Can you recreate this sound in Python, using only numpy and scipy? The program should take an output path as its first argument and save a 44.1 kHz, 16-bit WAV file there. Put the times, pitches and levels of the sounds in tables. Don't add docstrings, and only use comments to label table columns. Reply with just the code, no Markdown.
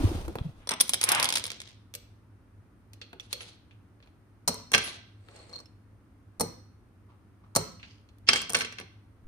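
import sys
import numpy as np
from scipy import signal
from scipy.fft import rfft, irfft
from scipy.io import wavfile

SR = 44100
rng = np.random.default_rng(int(sys.argv[2]) if len(sys.argv) > 2 else 0)


def int16_out(signal):
    q = np.round(np.clip(np.atleast_2d(signal).T, -1, 1) * 32767)
    wavfile.write(sys.argv[1], SR, q.astype(np.int16))


N = 408807
T = np.arange(N) / SR

# pitch in Hz, level in dB.
AIR_COLOUR = [(25, -34), (45, -9.5), (80, -5.5), (105, 1.5), (130, -13.5), (280, -11), (450, -22.5),
              (700, -26.5), (1300, -26), (2200, -34), (3500, -42), (7000, -46.5), (10000, -45),
              (16000, -51)]
# time in seconds, pitch in Hz, level in dB, half length in seconds.
BUMPS = [(.01, 289, -28, 0.0086), (0.042, 293, -19, 0.0047), (0.054, 96, -15.5, 0.012),
         (0.08, 350, -31, 0.0026), (0.109, 90, -28, .008), (0.118, 327, -26, 0.0049),
         (0.15, 100, -31, 0.0047), (.154, 242, -32.5, 0.0045), (0.169, 78, -31.5, 0.016),
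         (0.187, 325, -36.5, 0.0052), (0.281, 65, -35, 0.024), (0.288, 318, -34.5, 0.01),
         (0.296, 310, -34.5, 0.0086), (0.3577, 810, -27.5, 0.0013), (0.3583, 394, -25, 0.0013),
         (0.363, 170, -35, 0.0044), (0.416, 98, -23.5, 0.0045), (0.463, 159, -29.5, 0.012),
         (0.495, 126, -38, 0.0083)]
# start and length in seconds, level in dB.
RUB = [(0.0059, 0.51, -31)]
# pitch in Hz, level in dB.
RUB_COLOUR = [(35, 16.5), (130, 7.5), (450, 0), (700, -2), (1200, -7), (1800, -13.5), (3500, -12.5),
              (7000, -20), (10000, -21), (16000, -28)]

RANGE_EDGES_HZ = [150, 1400, 4000, 7500, 16000]
# start in seconds, level in dB, sharpness from 0 (flat) to 1 (sharp).
TAPS = [(.2803, -40.5, 1), (.3547, -38.5, 0.8), (.3859, -44.5, 0.16), (3.1303, -48, 0.37),
        (4.003, -69.5, 0.07), (4.06, -66.5, 0.6), (4.074, -66, 0.4), (5.286, -55, 0.27), (8.8, -45.5, 0.5)]
# fade time in seconds,
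# then thud, clack, snap, tick and ring in dB added to the knock's level, then left minus right in dB.
TAP_TOUCH = [(0.0056, 0.021, 3.5, -20.5, -19.5, -29, 0), (0.0067, 0.0015, -16, -18, -12.5, -45.5, -1.2)]
# start in seconds, level in dB, sharpness.
PECKS = [(1.9392, -47.5, 0.78), (1.951, -45.5, 0.85), (2.9334, -57.5, 0.78), (3.015, -43.5, 0.48),
         (3.198, -49, 0.6), (3.206, -61, 0.76), (3.3288, -34.5, 0.75), (3.4066, -42, 0.3),
         (3.7099, -58.5, 0), (4.026, -60.5, 0.3), (4.073, -67, .35), (5.658, -66, 0.7), (7.7974, -56, 0),
         (7.8298, -45, 0), (8.089, -64.5, 0.58), (8.184, -80, 0.91)]
BEAK_TOUCH = [(0.019, -17.5, -0.54, -17.5, -68.5, -21.5, -1.5), (0.0029, -16.5, -0.26, 5.5, 17, -7, -3.5)]
# pitch and width in Hz, level in dB.
BEAK_BODY = [(466, 80, 2.5), (2640, 470, 17), (3387, 250, 10), (4326, 470, 8), (5640, 1000, 4.5),
             (10470, 120, 9.5)]
# pitch in Hz, level in dB, seconds to fade by 60 dB.
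HOLLOW_MODES = [(487, -4.5, .16), (576, -6.5, 0.11), (1212, -3, 0.035), (3420, 3, 0.038), (4270, -10, 0.15)]
# pitch in Hz, level in dB, seconds to fade by 60 dB.
BOOM_MODES = [(64, -16, 0.54), (98.5, -7, 0.34), (133, -10, 0.33), (170, -6.5, 0.31), (223.9, -5, 0.27),
              (284, -0.5, 0.074), (373, -5, 0.079), (434, 0, 0.24), (495, -5, 0.1), (564, -5, 0.11),
              (681, 1.5, 0.11), (783, -0.5, 0.12), (900, -3.5, 0.15)]

# start and length in seconds, level in dB.
ROLL = [(.62, 0.053, -62.5), (.712, 0.027, -32.5), (1.115, 0.13, -27)]
# pitch in Hz, level in dB.
ROLL_COLOUR = [(120, -14), (450, -14), (950, 4), (1400, 1), (2500, 2), (3500, -2.5), (4500, -18),
               (7000, -21.5), (10400, -19), (12000, -36), (16000, -43)]
# start in seconds, level in dB, sharpness.
TOPPLE = [(.673, -45, 0.14), (.6915, -37, 0.76), (.709, -38.5, 0.093), (.7165, -37.5, 0.22),
          (.7375, -44.5, 0.45), (.8015, -37, 0.73), (.8065, -31, 0.68)]
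BOTTLE_TOUCH = [(.0035, 4, -6.5, -7, -10, 1, -1.5), (.0035, -12.5, 6, -8, 4, 10, 0)]
# pitch and width in Hz, level in dB.
BOTTLE_BODY = [(530, 200, 3.5), (1000, 620, 0.5), (2292, 460, 11), (3492, 110, 22.5), (4200, 330, 11.5),
               (8850, 690, 14), (11200, 390, 7)]
# pitch in Hz, level in dB, seconds to fade by 60 dB.
BOTTLE_MODES = [(3450, -8, .022), (3960, -8.5, .02), (5020, -3, 0.02), (5740, -4, 0.018),
                (6150, -11, 0.013), (8600, -2.5, .016), (9400, -8, 0.016)]
# start in seconds, pitch in Hz, level in dB,
# seconds to fade by 60 dB, left minus right in dB.
PINGS = [(.8095, 3340, -18, 0.021, -2), (3.016, 4240, -58, 0.28, -2), (3.198, 3470, -30, 0.031, -6),
         (3.205, 5820, -43, .035, -7), (3.3285, 4100, -24, 0.013, -9), (3.3285, 4340, -43, .3, -2),
         (3.329, 10600, -25, 0.021, -2), (3.33, 517, -45.5, 0.15, 0), (4.7795, 5830, -25, 0.023, 0.5),
         (5.6575, 5337, -49.5, .035, -4), (8.2878, 5050, -3.5, 0.031, -7.5),
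         (8.3324, 4760, -15.5, 0.023, -5.5), (8.359, 2270, -17, 0.017, -7.5), (8.5462, 4310, -30, .24, 2),
         (8.548, 8540, -20, .02, 2)]
# start in seconds, level in dB, sharpness.
BOUNCES = [(0.8101, -28.5, 1), (.812, -30.5, 0.7), (.88, -49, 0.8), (0.8935, -32, 0.87),
           (0.9349, -26.5, 0.53), (.942, -30, 0.68), (1.0131, -30.5, 0.6), (1.0306, -34, .7),
           (1.0387, -28, 0.92), (1.0896, -25, 0.63), (1.1185, -27.5, 0.84), (1.149, -31.5, 0.67),
           (1.199, -29, 0.56), (1.228, -26.5, 0.6), (1.2434, -29.5, 0.63), (1.255, -30, 0.45),
           (1.289, -30, 0.53), (1.325, -31, 0.5), (1.3548, -32.5, 0.5), (1.358, -28, 0.4),
           (1.3818, -38, 0.65), (1.44, -35.5, 0.56), (1.4652, -43, 0.73), (1.503, -39, 0.1),
           (1.6028, -44, 0.15), (1.6753, -56, 0.06)]
GLASS_TOUCH = [(0.0039, -13.5, 0, -0.86, -16.5, -24, -1.8), (0.0071, -12.5, -5, 0.15, 3.5, 11, -1.8)]
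# pitch and width in Hz, level in dB.
GLASS_BODY = [(543, 180, 1), (984, 330, 1.5), (2330, 480, 10), (3297, 500, 11.5), (4980, 499, 3.5),
              (8870, 1200, 7.5), (10340, 400, 3.5)]
# pitch in Hz, level in dB, seconds to fade by 60 dB.
GLASS_MODES = [(10430, 0.5, 0.033), (10340, -8, 0.0095)]
# start and length in seconds, level in dB.
RATTLE = [(1.525, 0.038, -50.5), (1.635, 0.066, -53.5)]
# pitch in Hz, level in dB.
RATTLE_COLOUR = [(300, -6), (1200, -9), (2500, -1), (3500, 0.5), (5000, -1), (7000, -6), (10500, -24),
                 (12000, -22), (16000, -35)]

# start and length in seconds, level in dB.
SCRATCHES = [(3.23, 0.029, -62.5), (3.308, 0.055, -54), (3.41, 0.069, -50.5), (4.8, .095, -42),
             (8.55, 0.06, -39.5)]
# pitch in Hz, level in dB.
SCRATCH_COLOUR = [(400, -2), (1500, -3), (2600, 0.5), (3500, 5.5), (4400, 4), (5500, -2.5), (7500, -3),
                  (9600, -10.5), (10500, -1.5), (11300, -21.5), (16000, -30.5)]
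# start and length in seconds, pitch in Hz, level in dB.
SQUEALS = [(3.399, 0.022, 10460, -52), (4.837, 0.0099, 10450, -35), (4.866, .02, 10620, -46),
           (8.303, 0.093, 3188, -34), (8.335, 0.052, 7680, -39.5)]
# start in seconds, corner level in dB,
# seconds until the base lands, base level in dB, extra snap in dB.
BANGS = [(4.477, -30, .004, -32, 3.5), (6.397, -35, .0106, -28, -3.5), (7.5513, -35.5, 0.0095, -25.5, 1.5)]
BANG_TOUCH = [(.004, -2.5, -12, 0.015, 0.81, -4.5, -2.5), (0.0065, -3, -15, 0.94, 1.4, -6, -1.5)]
# pitch and width in Hz, level in dB.
CABINET_BODY = [(243, 36, -1.5), (440, 24, 11.5), (490, 39, 13.5), (564, 24, 11.5), (680, 40, 6.5),
                (794, 29, 6), (870, 35, 4.5), (985, 45, 8), (1136, 64, 13.5), (1290, 97, 1), (1550, 23, -4),
                (1870, 8.3, 5.5), (2220, 370, 8.5), (2590, 430, 2), (3120, 170, 1), (5235, 140, 5.5),
                (5800, 430, 12), (6930, 250, 3.5), (7460, 96, 5.5), (8543, 380, 11.5), (9550, 730, 10)]
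# pitch in Hz, level in dB, seconds to fade by 60 dB.
TABLE_MODES = [(4285, 7, 0.06), (4370, -14, .2), (4130, -3, .05), (4200, -14, 0.18), (4440, -24, .25),
               (5200, 0, 0.026), (5340, -12, .025), (8100, -14, 0.015)]
# start in seconds, level in dB, sharpness.
TUMBLES = [(4.5428, -48, .95), (4.7177, -36, .7), (4.734, -32, 0.7), (4.7378, -18.5, 0.03),
           (4.7475, -16.5, .24), (4.7795, -26, 0.3), (4.8426, -43, .4), (8.288, -17, 0.05),
           (8.2902, -27, 0.2), (8.3324, -22.5, 0.29), (8.359, -28.5, 0.3), (8.3772, -40.5, .55),
           (8.417, -37.5, 0.6), (8.4955, -38, 0.7), (8.502, -38.5, .94), (8.523, -46, 0.9),
           (8.5336, -38.5, 1), (8.5462, -24, 0.04), (8.5495, -22, 0.2), (8.569, -40.5, .93),
           (8.589, -43, 0.93), (8.5986, -42, 0.8), (8.6076, -29, 0), (8.618, -32.5, 0.26),
           (8.6479, -36.5, 0), (8.724, -45.5, 0.16), (8.7849, -40.5, 0), (8.8, -53.5, 0.83),
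           (8.811, -47.5, 0)]
TUMBLE_TOUCH = [(0.0071, -16.5, 0, -8, -21.5, -5, -1.5), (0.0018, -8.5, -11, -1, 3, -11, -3)]
# pitch in Hz, level in dB, seconds to fade by 60 dB.
PANEL_MODES = [(1150, -6.5, .08), (1557, -0.5, .08), (1730, -7, 0.081), (2210, -8.5, .04), (2723, 0.5, .05),
               (3326, -3, .06), (4190, -7, 0.11), (4280, -5, .08), (4930, -6, .05), (5680, -7.5, .06)]

# start and length in seconds, level in dB.
DRAGS = [(5.35, 0.075, -57.5), (5.53, 0.075, -57)]
# pitch in Hz, level in dB.
DRAG_COLOUR = [(150, -4), (500, 13), (1200, 1.5), (2200, 4), (3300, -1), (4050, 0), (4300, 6), (4600, 1),
               (5500, -8), (6300, -7), (7800, 1), (8500, 0.5), (9200, -14), (10300, -14), (11500, -22),
               (16000, -41)]
# start in seconds, level in dB, sharpness.
JOLTS = [(5.3112, -66, 0.15), (5.3626, -55.5, 1), (5.3905, -61, .5), (5.4943, -58.5, 0.7),
         (5.5287, -53, 0.3), (5.5422, -57, 0.3), (5.5591, -51, 0.6), (5.589, -53.5, .7),
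         (5.602, -52.5, 0.9)]
JOLT_TOUCH = [(0.0076, -1, -16, -7, -18, -5, -1), (0.0035, -6, -15, -4.5, -13, -3.5, -1)]
# start and length in seconds, level in dB.
SQUEAK = [(5.4, 0.035, -57), (5.535, 0.02, -46), (5.56, 0.015, -46.5), (5.582, 0.013, -54)]
# pitch in Hz, level in dB.
SQUEAK_COLOUR = [(2000, -54), (3900, -17), (4200, 0), (4330, 4), (4480, -16), (4800, -28), (9000, -55)]
# start and length in seconds, level in dB.
SHIFT = [(7.1, 0.043, -62), (7.44, 0.029, -63.5)]
# pitch in Hz, level in dB.
SHIFT_COLOUR = [(400, -17.5), (900, 2), (1150, 5.5), (1600, -10.5), (3000, -14), (5500, -24), (8000, -41),
                (16000, -45)]
# start and length in seconds, level in dB.
SKID = [(7.832, 0.07, -58), (8.283, 0.06, -30)]
# pitch in Hz, level in dB.
SKID_COLOUR = [(300, -11.5), (1200, -14.5), (2200, 1.5), (2650, 4), (3300, 5.5), (3700, -4), (4800, 5.5),
               (5100, 3), (5500, -2.5), (6300, -1.5), (7300, -10), (9300, -22.5), (11000, -38.5),
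               (16000, -43)]

# pitch in Hz, level in dB, seconds to fade by 60 dB.
ROOM = [(150, 4, 1), (407, -2.5, 0.29), (900, -6.5, 0.53), (1850, -10, 0.57), (4130, -6.5, 0.54),
        (6500, -12.5, 0.45), (9600, -16, 0.26), (14000, -17.5, 0.38)]
# pitch in Hz, boost in dB.
MICROPHONE = [(20, 3.5), (10800, -0.5), (11800, 2.5), (14000, -2), (16000, -8)]


def undb(db):
    return 10 ** (np.asarray(db) / 20)


def unit(x):
    return x / np.sqrt(np.mean(x ** 2))


def blow_level(x, db):
    power = np.sum(x[..., :int(.012 * SR)] ** 2, axis=-1).mean() / (.01 * SR)
    return x * undb(db) / np.sqrt(power)


def add(out, s, x):
    i = max(int(s * SR), 0)
    out[:, i:i + x.shape[-1]] += x[..., :N - i]


def sides(pan_db):
    return unit(undb(np.array([[pan_db], [-pan_db]]) / 2))


def band(x, lo_hz, hi_hz, order=3):
    sos = signal.butter(order, [lo_hz, min(hi_hz, SR / 2 - 1)], "band", fs=SR, output="sos")
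    return signal.sosfilt(sos, x)


def colour(x, points):
    hz, db = np.transpose(points)
    f = np.fft.rfftfreq(x.shape[-1], 1 / SR) + 1
    gain = undb(np.interp(np.log(f), np.log(hz), db)) * np.minimum(f / hz[0], 1)
    return irfft(rfft(x) * gain, x.shape[-1])


def stereo(pair, alike_hz):
    f = np.fft.rfftfreq(pair.shape[-1], 1 / SR)
    alike = .95 / (1 + (f / alike_hz) ** 2)
    mid, side = rfft(pair) * np.sqrt([1 + alike, 1 - alike])
    return irfft(np.array([mid + side, mid - side]), pair.shape[-1]) / np.sqrt(2)


def ringing(modes, t, detune, spread_db):
    tone = 0
    for hz, db, fade_s in modes:
        shift, size, start, offset = rng.standard_normal(4)
        apart = offset * min(hz / 1500, 1)
        phase = 2 * np.pi * hz * (1 + detune * shift) * t + np.pi * start + np.array([[apart], [-apart]])
        tone = tone + undb(db + spread_db * size - 60 * t / fade_s) * np.sin(phase)
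    return tone


def contacts(rows, touch):
    flat, sharp = np.array(touch)
    hits = []
    for s, db, sharpness in rows:
        decay, *levels, pan_db = flat + np.clip(sharpness, 0, 1) * (sharp - flat)
        hits.append((s, decay, *(db + np.array(levels)), pan_db))
    return hits


def strikes(hits, body, modes, spot_db, body_db, ring_db, detune, rise_s, first_db, grain,
            linger_db, linger_s, click_db):
    out, t = np.zeros((2, N)), T[:SR // 3]
    attack = 1 - np.exp(-t / rise_s)
    for s, decay, *levels, ring, pan_db in hits:
        first_touch = undb(first_db) * np.exp(-t / .00067)
        linger = undb(linger_db) * np.exp(-t / linger_s)
        envelope = attack * (first_touch + np.exp(-t / max(decay, 1e-4)) + linger)
        noise = stereo(rng.standard_normal((2, len(t))), 2000)
        chatter = noise * np.exp(grain * rng.standard_normal(len(t))) * envelope
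        chatter[:, int(rise_s * SR)] += undb(click_db)
        hollow = chatter
        for hz, width, db in body:
            gain = undb(db + body_db + spot_db * rng.standard_normal())
            hollow = hollow + gain * signal.lfilter(*signal.iirpeak(hz, hz / width, SR), chatter)
        ranges = zip(RANGE_EDGES_HZ, RANGE_EDGES_HZ[1:], levels)
        knock = sum(blow_level(band(hollow, lo, hi, order=4), db) for lo, hi, db in ranges)
        tone = blow_level(attack * ringing(modes, t, detune, spread_db=1.5), ring + ring_db)
        add(out, s - rise_s, (knock + tone) * sides(pan_db))
    return out


def strokes(rows, rise, fall, sag_db, depth_db=22):
    return [[(s - rise * length, db - depth_db), (s, db), (s + length, db - sag_db),
             (s + (1 + fall) * length, db - sag_db - depth_db)] for s, length, db in rows]


def friction(curves, points, per_second, spread_db, slip_db, slip_hz):
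    catches = (rng.random(N) < per_second / SR) * undb(spread_db * rng.standard_normal(N))
    grains = stereo(catches * rng.standard_normal((2, N)), 1100)
    grip = rng.uniform(-1, 1, 4096)
    slip = undb(slip_db * np.interp(T * slip_hz, np.arange(len(grip)), grip))
    force = sum(undb(np.interp(T, *np.transpose(curve), left=-np.inf, right=-np.inf)) for curve in curves)
    return unit(colour(grains * slip, points)) * force


def background(air_db=-59, hum_hz=103.2, hum_db=-63.5):
    air = unit(colour(stereo(rng.standard_normal((2, N)), 740), AIR_COLOUR))
    waver = unit(band(rng.standard_normal(N), .5, 6, order=1))
    hum = np.sqrt(2) * np.sin(2 * np.pi * hum_hz * T + .14 * waver)
    return undb(air_db) * air + undb(hum_db) * hum


def handling():
    bumps = np.zeros((2, N))
    for s, hz, db, width in BUMPS:
        t = T[:SR] - s
        phase = 2 * np.pi * hz * t + np.pi * rng.standard_normal() + .5 * rng.standard_normal((2, 1))
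        add(bumps, 0, undb(db) * np.exp(-(t / width) ** 2) * np.sin(phase))
    return bumps + friction(strokes(RUB, rise=.11, fall=1, sag_db=26), RUB_COLOUR,
                            per_second=14000, spread_db=2, slip_db=3.5, slip_hz=54.86)


def taps_and_pecks(hits):
    return strikes(hits, BEAK_BODY, HOLLOW_MODES, spot_db=6, body_db=-6.5, ring_db=-1, detune=.0036,
                   rise_s=.00067, first_db=11.5, grain=.066, linger_db=-33, linger_s=.021, click_db=15.5)


def table_boom(hits, boom_db):
    out, t = np.zeros((2, N)), T[:SR // 2]
    attack = 1 - np.exp(-t / .00043)
    for s, _, thud_db, clack_db, *_ in hits:
        push_db = thud_db - .41 * max(clack_db - thud_db, 0)
        add(out, s, undb(push_db + boom_db) * attack * ringing(BOOM_MODES, t, detune=.039, spread_db=1.5))
    return out


def rolling():
    roll = friction(strokes(ROLL, rise=.82, fall=.69, sag_db=6), ROLL_COLOUR,
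                    per_second=7600, spread_db=0, slip_db=2.5, slip_hz=61.7)
    rattle = friction(strokes(RATTLE, rise=.3, fall=1.2, sag_db=3), RATTLE_COLOUR,
                      per_second=650, spread_db=1, slip_db=1, slip_hz=50)
    return roll + rattle


def bottle_clinks(hits):
    return strikes(hits, BOTTLE_BODY, BOTTLE_MODES, spot_db=1.5, body_db=0, ring_db=2.5, detune=.025,
                   rise_s=.0008, first_db=-9, grain=.3, linger_db=-27, linger_s=.01, click_db=10)


def pings():
    out, t = np.zeros((2, N)), T[:SR // 3]
    for s, hz, db, fade_s, pan_db in PINGS:
        tone = (1 - np.exp(-t / .0003)) * ringing([(hz, db, fade_s)], t, detune=.003, spread_db=-2)
        add(out, s, tone * sides(pan_db))
    return out


def glass_contacts(on_side_s=1.28, foot_lag_s=.0142, foot_db=-3, foot_sharpness=.33):
    feet = [(s + foot_lag_s, db + foot_db, foot_sharpness) for s, db, _ in BOUNCES if s > on_side_s]
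    return contacts(BOUNCES + feet, GLASS_TOUCH)


def glass_clinks(hits):
    return strikes(hits, GLASS_BODY, GLASS_MODES, spot_db=5.5, body_db=.5, ring_db=-.5, detune=.02,
                   rise_s=.0002, first_db=6, grain=.41, linger_db=-29, linger_s=.017, click_db=23)


def cabinet_scrapes():
    drag = friction(strokes(DRAGS, rise=2.4, fall=.87, sag_db=3), DRAG_COLOUR,
                    per_second=12000, spread_db=3.5, slip_db=3, slip_hz=54.5)
    skid = friction(strokes(SKID, rise=.25, fall=2, sag_db=2), SKID_COLOUR,
                    per_second=4400, spread_db=1, slip_db=6, slip_hz=110)
    shift = friction(strokes(SHIFT, rise=.46, fall=1.1, sag_db=7.5), SHIFT_COLOUR,
                     per_second=1900, spread_db=3, slip_db=1, slip_hz=65.4)
    scratch = friction(strokes(SCRATCHES, rise=.42, fall=1.17, sag_db=.5), SCRATCH_COLOUR,
                       per_second=5000, spread_db=2.5, slip_db=6, slip_hz=86.6)
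    return drag + skid + shift + scratch


def squeals(pitch_wander=.0088, flutter_db=4):
    out, t = np.zeros((2, N)), T[:SR // 3]
    for s, length, hz, db in SQUEALS:
        wander, flutter = unit(band(rng.standard_normal((2, len(t))), 15, 160, order=1))
        envelope = (1 - np.exp(-t / .003)) * np.exp(-np.maximum(t - length, 0) / .014)
        phase = 2 * np.pi * np.cumsum(hz * (1 + pitch_wander * wander)) / SR
        add(out, s, undb(db + flutter_db * flutter) * envelope * np.sin(phase))
    return out


def bang_contacts(rebound_s=.0052, rebound_db=-6.5):
    hits = []
    for s, corner_db, lag, base_db, snap_db in BANGS:
        rows = [(s, corner_db, 1), (s + lag, base_db, 0), (s + lag + rebound_s, base_db + rebound_db, 0)]
        for at, decay, thud, clack, snap, tick, ring, pan_db in contacts(rows, BANG_TOUCH):
            hits.append((at, decay, thud, clack + snap_db, snap + snap_db, tick, ring + snap_db, pan_db))
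    return hits


def cabinet_bangs(hits):
    return strikes(hits, CABINET_BODY, TABLE_MODES, spot_db=4.5, body_db=-6, ring_db=1.5, detune=.003,
                   rise_s=.0006, first_db=-6.5, grain=.22, linger_db=-30, linger_s=.02, click_db=7)


def cabinet_tumbles(hits):
    return strikes(hits, CABINET_BODY, PANEL_MODES, spot_db=3.5, body_db=-.5, ring_db=2, detune=.004,
                   rise_s=.00062, first_db=-3, grain=.34, linger_db=-31, linger_s=.018, click_db=16)


def cabinet_jolts(hits):
    return strikes(hits, CABINET_BODY, TABLE_MODES, spot_db=6, body_db=-7, ring_db=3, detune=.0055,
                   rise_s=.0008, first_db=-6, grain=.4, linger_db=-22, linger_s=.015, click_db=15)


def table_squeak():
    return friction(strokes(SQUEAK, rise=.46, fall=1.5, sag_db=3), SQUEAK_COLOUR,
                    per_second=3400, spread_db=6, slip_db=1, slip_hz=60.2)


def room_echo(x):
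    t = T[:SR]
    hz, db, fade_s = np.transpose(ROOM)
    noise, tail = stereo(rng.standard_normal((2, SR)), 500), 0
    edges = np.geomspace(60, 17000, 17)
    for lo, hi in zip(edges, edges[1:]):
        centre = np.log(lo * hi) / 2
        decay_s = np.interp(centre, np.log(hz), fade_s) / np.log(1000)
        gain = undb(np.interp(centre, np.log(hz), db)) * np.sqrt(2 / (decay_s * SR))
        tail = tail + band(noise, lo, hi) * np.exp(-t / decay_s) * gain
    tail = tail * np.clip((t - .003) / .0011, 0, 1)
    return signal.fftconvolve(x, tail, axes=-1)[:, :N]


def left_first(pair, lag_s):
    f = np.fft.rfftfreq(N, 1 / SR)
    return np.array([pair[0], irfft(rfft(pair[1]) * np.exp(-2j * np.pi * f * lag_s), N)])


def scene():
    bottle_hits, glass_hits = contacts(TOPPLE, BOTTLE_TOUCH), glass_contacts()
    bang_hits, tumble_hits = bang_contacts(), contacts(TUMBLES, TUMBLE_TOUCH)
    light_hits = contacts(PECKS, BEAK_TOUCH) + contacts(TAPS, TAP_TOUCH)
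    bottle, glass = bottle_clinks(bottle_hits), glass_clinks(glass_hits)
    bangs, tumbles = cabinet_bangs(bang_hits), cabinet_tumbles(tumble_hits)
    pecks = taps_and_pecks(light_hits)
    jolts = cabinet_jolts(contacts(JOLTS, JOLT_TOUCH))
    ping, squeal = pings(), squeals()
    boom = (table_boom(bang_hits, boom_db=-3.5) + table_boom(tumble_hits, boom_db=-2)
            + table_boom(bottle_hits + glass_hits, boom_db=-15) + table_boom(light_hits, boom_db=-10))
    roll, scrapes, squeak = rolling(), cabinet_scrapes(), table_squeak()
    echo = room_echo(undb(-4.5) * bottle + undb(-.5) * glass + undb(1.5) * bangs
                     + undb(.5) * (tumbles + pecks) + undb(3) * (roll + scrapes) + undb(-20) * squeak
                     + undb(-6.5) * ping + undb(2.5) * squeal + undb(-2) * jolts)
    knocks = bottle + glass + bangs + tumbles + pecks + jolts + ping + boom
    direct = left_first(knocks + roll + scrapes + squeak + handling(), lag_s=.00019)
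    return direct + squeal + echo + background()


def record(dry, treble_hz=7300, treble_lag_s=.000215, top_hz=15900):
    f = np.fft.rfftfreq(N, 1 / SR)
    left, right = rfft(colour(dry, MICROPHONE))
    blend = np.pi / 2 * np.clip((f - treble_hz) / 1000 + .5, 0, 1)
    left = np.cos(blend) * left + np.sin(blend) * right * np.exp(-2j * np.pi * f * treble_lag_s)
    top_cut = signal.ellip(8, .2, 70, top_hz, fs=SR, output="sos")
    return signal.sosfilt(top_cut, irfft(np.array([left, right]), N))


dry = scene()
out = record(dry)
int16_out(out)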